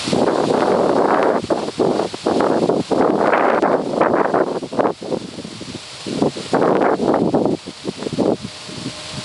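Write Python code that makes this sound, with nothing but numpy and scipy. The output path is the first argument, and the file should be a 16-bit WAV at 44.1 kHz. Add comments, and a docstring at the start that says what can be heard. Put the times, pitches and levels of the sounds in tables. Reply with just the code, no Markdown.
"""Wind gusts buffet a camera microphone in a backyard.
Each gust hits, swells or sags, and drops away. Its eddies rumble at the microphone port,
brighter in faster air; the hardest ones pop. Behind them slow air rumbles, leaves hiss and
a far machine hums. The camera's gain control ducks everything under loud gusts and creeps back."""
import sys
import numpy as np
from scipy import signal
from scipy.fft import rfft, irfft
from scipy.io import wavfile
from scipy.ndimage import uniform_filter1d

SR = 44100
rng = np.random.default_rng(int(sys.argv[2]) if len(sys.argv) > 2 else 0)


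def waveform_to_disk(signal):
    """Save audio, clipped to [-1, 1], as 16-bit WAV at the path in sys.argv[1]."""
    frames = np.transpose(np.atleast_2d(signal))
    scaled = np.clip(frames, -1, 1) * 32767
    samples = np.round(scaled).astype(np.int16)
    wavfile.write(sys.argv[1], SR, samples)


N = 407484
TIME_S = np.arange(N) / SR
FREQ_HZ = np.fft.rfftfreq(N, 1 / SR)


def gusts(rise_db_per_s=988, drop_db_per_s=780, dulling_oct_per_db=0.0735, floor_hz=150.):
    """Level and roll-off of the wind: the strongest gust rules, and weaker air is duller."""
    # gusts at the port: (start [s], end [s], mid level [dB], swell [dB], nominal roll-off [Hz])
    gust_events = [(0.053, 0.14, -25.5, 4, 242), (0.132, 0.246, -8, 4, 597),
                   (0.271, 0.455, -6.5, -5.5, 760), (0.468, 0.517, -9.5, 10.5, 448),
                   (0.53, 0.713, -5.5, 1, 800), (0.707, 0.938, -3, -2, 706), (0.958, 1.061, -0.5, 5, 820),
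                   (1.081, 1.381, 1.0, -1.5, 920), (1.447, 1.451, -11.5, -9, 278),
                   (1.506, 1.56, -5, -2, 663), (1.572, 1.69, -13.5, -12.5, 650),
                   (1.687, 1.697, -8.5, -9, 660), (1.801, 1.914, -3.5, -1.5, 570),
                   (1.91, 2.059, -9, -5, 706), (2.148, 2.151, -21, -20.5, 472), (2.27, 2.39, -7.5, -7, 620),
                   (2.4, 2.591, -3, -3.5, 746), (2.625, 2.798, -3, -2.5, 540), (2.913, 2.994, -6, 2, 660),
                   (3.01, 3.169, 4, -5.5, 720), (3.176, 3.342, 1.5, 7.5, 920),
                   (3.333, 3.586, 4.5, -2, 1140), (3.635, 3.817, 3.5, -8, 820), (3.838, 3.986, -7, 5, 560),
                   (4.015, 4.085, 9, -2.5, 980), (4.1, 4.145, 7, -2, 620), (4.158, 4.258, 4.5, 0.5, 1060),
                   (4.27, 4.312, -4.5, 0, 850), (4.344, 4.436, 4.5, -2.5, 870),
                   (4.456, 4.575, -7.5, 3, 660), (4.632, 4.669, -10.5, -6.5, 490),
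                   (4.723, 4.782, -11, 7, 555), (4.795, 4.907, 3.5, -1.5, 750),
                   (5.024, 5.103, -14.5, 0, 483), (5.114, 5.17, -6, -2, 496), (5.206, 5.289, -19, -1, 300),
                   (5.332, 5.386, -23, -15, 340), (5.386, 5.414, -15, -12, 330),
                   (5.45, 5.597, -24, -11.5, 269), (5.611, 5.66, -24.5, -16, 237),
                   (5.676, 5.706, -21.5, 2, 230), (5.751, 5.771, -21.5, -15.5, 250),
                   (6.073, 6.195, -16, 3.5, 360), (6.224, 6.277, -2.5, 0.5, 500),
                   (6.371, 6.464, -21.5, -10, 353), (6.549, 6.612, -1.5, -9.5, 720),
                   (6.616, 6.682, 4, 4, 810), (6.697, 6.835, 4.5, -3.5, 640),
                   (6.846, 6.946, 4.5, -4.5, 910), (6.976, 7.13, -5, 11, 537), (7.081, 7.188, 1.5, 0, 636),
                   (7.206, 7.295, 2.5, -1.5, 484), (7.339, 7.543, -0.5, -6, 475),
                   (7.669, 7.695, -17, 0, 381), (7.839, 7.89, -13.5, 13.5, 360),
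                   (7.978, 8.045, -17, 7, 430), (8.057, 8.072, -15, 5, 400), (8.136, 8.14, -8.5, 1, 267),
                   (8.196, 8.331, -1, 2, 500), (8.402, 8.47, -23, 10, 190), (8.685, 8.747, -24.5, -3, 258),
                   (8.77, 8.846, -22, -5, 222), (8.842, 8.876, -17, 7, 222), (9.127, 9.203, -26, 2, 156)]
    gust_db, rolloff_hz = np.full(N, -80.), np.full(N, floor_hz)
    for start_s, end_s, mid_db, swell_db, hz in gust_events:
        near = slice(max(round((start_s - .1) * SR), 0), round((end_s + .1) * SR))
        t = TIME_S[near]
        progress = np.clip((t - start_s) / max(end_s - start_s, 1 / SR), 0, 1)
        rise_db = rise_db_per_s * np.maximum(start_s - t, 0)
        drop_db = drop_db_per_s * np.maximum(t - end_s, 0)
        shape_db = swell_db * (progress - .5) - rise_db - drop_db
        strongest = mid_db + shape_db > gust_db[near]
        gust_db[near][strongest] = mid_db + shape_db[strongest]
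        rolloff_hz[near][strongest] = hz * 2 ** (dulling_oct_per_db * shape_db[strongest])
    return gust_db, np.maximum(rolloff_hz, floor_hz)


def buffeting(gust_db, rolloff_hz, flutter_db=3.5, brightening_per_db=0.026, knee_db=1):
    """Turbulent pressure: each lump of faster air is both louder and brighter."""
    # colour of the port: (frequency [Hz], gain [dB])
    port_response = [(30, -26), (70, -12), (170, 0), (250, 1.5), (500, 3), (900, 2), (1600, 5.5), (2400, 6),
                     (4000, 6)]
    slowness = 500 / rolloff_hz  # slow air comes in deeper lumps that stay dull
    surge_db = jolts() + 1.95 * slowness * wander(45, slowest_hz=54)
    surge_db += flutter_db * wander(150, slowest_hz=27)
    spectrum = rfft(rng.standard_normal(N)) * colour(port_response)
    # one noise in 12 shades, dull to bright, cross-faded by air speed
    shades_hz = np.geomspace(100, 2400, 12)
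    log_rolloff = np.log(0.85 * rolloff_hz) + brightening_per_db * surge_db / np.maximum(slowness, 1)
    position = np.interp(log_rolloff, np.log(shades_hz), np.arange(len(shades_hz)))
    pressure = np.zeros(N)
    for k, hz in enumerate(shades_hz):
        weight = np.maximum(1 - abs(position - k), 0)
        pressure += weight * unit_rms(irfft(spectrum * eddies(FREQ_HZ, hz), N))
    push_db = surge_db - 0.58 * np.maximum(surge_db - knee_db, 0)  # hard pushes level off
    return gain_of(gust_db + push_db) * pressure


def jolts(random_per_s=32, lead_in_s=0.02, decay_s=0.022):
    """Brief flutters in the wind's loudness, in dB: some jump up, some dip, some barely stir."""
    # timed flutters in the wind's loudness: (time [s], nominal jump [dB])
    flutters = [(0.211, 8), (0.356, 9), (0.645, -7), (0.892, 9), (0.96, 0), (1.614, 12), (1.684, -6),
                (2.5, 12), (2.692, 18), (3.328, 1), (4.012, 9.5), (4.132, 10), (4.463, 19), (5.272, -13),
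                (6.608, 5.5), (6.751, 15), (6.809, 17), (7.015, -5), (7.08, 12), (7.137, 11.5), (7.342, 15),
                (7.455, 10), (8.066, 5)]
    jump_db = 3.0 * rng.exponential(1, N) * (rng.random(N) < random_per_s / SR)
    for at_s, db in flutters:
        jump_db[round(at_s * SR)] += db
    t = np.arange(-SR // 10, SR // 10) / SR
    swing = .6 * np.sign(t) * np.exp(-abs(t) / np.where(t < 0, lead_in_s, decay_s))
    return signal.oaconvolve(jump_db, uniform_filter1d(swing, size=70), "same")


def eddies(hz, rolloff_hz):
    """Turbulence spectrum at the port: small eddies die out fast, and faster air has less bass."""
    bass_cut_hz = 250 * (rolloff_hz / 450) ** 0.58
    s = 1j * hz / bass_cut_hz
    highpass = s ** 2 / (s ** 2 + np.sqrt(2) * s + 1)  # makes every push of air swing back
    return np.exp(-(hz / rolloff_hz) ** 1.5) * highpass


def pops(gust_db, rolloff_hz, random_per_s=18, over_gust_db=5, spread_db=2):
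    """The hardest eddies pop, with more at random; all follow the strength of the gust."""
    # hardest eddies: (time [s], peak over the gust [dB], nominal roll-off [Hz])
    hard_eddies = [(.607, 5, 1900), (.719, 3, 1200), (1.144, 6, 1820), (1.229, 10, 1700), (1.807, -20, 800),
                   (2.143, 9, 790), (3.105, 3, 1700), (3.273, 1, 2000), (3.38, 4, 2520), (3.502, 2, 2600),
                   (3.548, 1, 2400), (3.624, 8, 3600), (4.035, 0, 2200), (4.807, 11, 1080),
                   (4.87, 7.5, 1300), (6.631, 2, 1700), (6.753, 2, 1600), (6.769, 7.5, 1800),
                   (6.819, 3, 1700), (6.826, 6, 1580), (7.154, -4, 1400), (8.028, 11.5, 1080)]
    chance, strength = rng.random(N), rng.standard_normal(N)
    random_eddies = [(TIME_S[i], over_gust_db + spread_db * strength[i], 0.76 * rolloff_hz[i])
                     for i in np.flatnonzero(chance < random_per_s / SR)]
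    pressure = np.zeros(N)
    for at_s, peak_db, hz in list(hard_eddies) + random_eddies:
        pulse = gain_of(np.interp(at_s, TIME_S, gust_db) + peak_db) * suction(hz)
        index = round(at_s * SR) - len(pulse) // 2 + np.arange(len(pulse))
        inside = (index >= 0) & (index < N)
        pressure[index[inside]] += pulse[inside]
    return pressure


def suction(nominal_hz, samples=2048):
    """One eddy crossing the port: a pressure dip with a sharp tip, then a rebound."""
    hz = np.fft.rfftfreq(samples, 1 / SR)
    body = eddies(hz, 1.17 * nominal_hz)
    tip = 0.041 * eddies(hz, 4.6 * nominal_hz)
    pulse = np.roll(irfft(body + tip), samples // 2)
    return -pulse / abs(pulse).max()


def draught(over_yard_db=-9.0, rolloff_hz=150, lump_db=2.0, lump_hz=14):
    """Slow air that never quite stops rumbling at the port."""
    rumble = shaped_noise(eddies(FREQ_HZ, rolloff_hz))
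    return rumble * gain_of(over_yard_db + lump_db * wander(lump_hz))


def leaves(over_yard_db=3.5, flicker_db=0.64, flicker_hz=45):
    """Countless far leaves blur into a softly flickering hiss."""
    # leaves and distant air: (frequency [Hz], relative density [dB])
    leaf_spectrum = [(40, -44), (150, -17), (460, -3.5), (760, -4), (1040, -3.5), (1200, -4.5), (1400, -6),
                     (1700, -8), (2600, -4.5), (4500, -1), (5200, -5.5), (6400, -12.5), (7500, -10),
                     (11000, -18)]
    hiss = shaped_noise(colour(leaf_spectrum))
    return hiss * gain_of(over_yard_db + flicker_db * wander(flicker_hz))


def machine(pitch_drift=0.0035, drift_hz=6.1, waver_db=1.5, waver_hz=13.0):
    """Thin tones of a far machine, wavering on their way through moving air."""
    # machine tones: (frequency [Hz], level re main tone [dB])
    tones = [(307, -4.5), (614, 0), (1055, -7), (1433, -14), (2885, -18)]
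    # how well the machine carries: (time [s], level re yard [dB])
    carry = [(0, -18), (2, -23), (5.9, -15), (7.7, -14), (8.6, -11), (9.1, -8)]
    carry_db = np.interp(TIME_S, *np.transpose(carry))
    warped_s = np.cumsum(1 + pitch_drift * wander(drift_hz)) / SR
    hum = np.zeros(N)
    for hz, db in tones:
        rms = gain_of(carry_db + db + waver_db * wander(waver_hz))
        hum += np.sqrt(2) * rms * np.sin(2 * np.pi * hz * warped_s)
    return hum


def gain_control(x, threshold_db=-14.0, sense_s=0.0033, lead_s=0.0025, attack_s=0.0034, memory_s=0.86):
    """Ducks fast under loud sound; recovers fast after a puff, slowly after long wind."""
    power = np.interp(TIME_S + lead_s, TIME_S, lagged(x[0] ** 2, sense_s))
    over_db = np.maximum(10 * np.log10(power + 1e-12) - threshold_db, 0)
    release_db = 80 * TIME_S
    held_db = np.maximum.accumulate(over_db + release_db) - release_db  # falling peak hold
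    fast_duck = gain_of(0.91 * lagged(held_db, attack_s))
    slow_duck = 1 + 0.74 * lagged(fast_duck - 1, memory_s)
    return x / np.maximum(fast_duck, slow_duck)


def gain_of(db):
    """Decibels to amplitude."""
    return 10 ** (np.asarray(db) / 20)


def unit_rms(x):
    """Scales to rms 1."""
    return x / np.sqrt(np.mean(x ** 2) + 1e-20)


def colour(points):
    """Gain per FFT bin from (frequency [Hz], gain [dB]) points."""
    hz, db = np.transpose(points)
    return gain_of(np.interp(np.log(FREQ_HZ + 1), np.log(hz), db))


def shaped_noise(response):
    """Noise of rms 1, filtered by a gain per FFT bin."""
    return unit_rms(irfft(rfft(rng.standard_normal(N)) * response, N))


def wander(rate_hz, slowest_hz=1.0):
    """Smooth random motion of rms 1: low-pass at rate_hz, gentle high-pass at slowest_hz."""
    return shaped_noise(FREQ_HZ / (FREQ_HZ + slowest_hz) / (1 + (FREQ_HZ / rate_hz) ** 4))


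def lagged(x, lag_s):
    """One-pole follower."""
    pole = np.exp(-1 / (lag_s * SR))
    return signal.lfilter([1 - pole], [1, -pole], x)


def scene(yard_db=-28.5):
    """Wind on the port in front of the yard, mono."""
    gust_db, rolloff_hz = gusts()
    wind = buffeting(gust_db, rolloff_hz) + pops(gust_db, rolloff_hz)
    yard = leaves() + machine() + draught()
    return (wind + gain_of(yard_db) * yard)[None]


def record(dry, highpass_hz=65, lowpass_hz=11080):
    """Gain control, loss of the deepest bass, soft overload at full scale, band limit."""
    highpass = signal.butter(2, highpass_hz, "highpass", fs=SR, output="sos")
    lowpass = signal.firwin(1023, lowpass_hz, window=("kaiser", 9), fs=SR)
    ducked = signal.sosfilt(highpass, gain_control(dry))
    clipped = ducked / (1 + ducked ** 8) ** (1 / 8)
    return signal.oaconvolve(clipped, lowpass[None], "same")


dry = scene()
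out = record(dry)
waveform_to_disk(out)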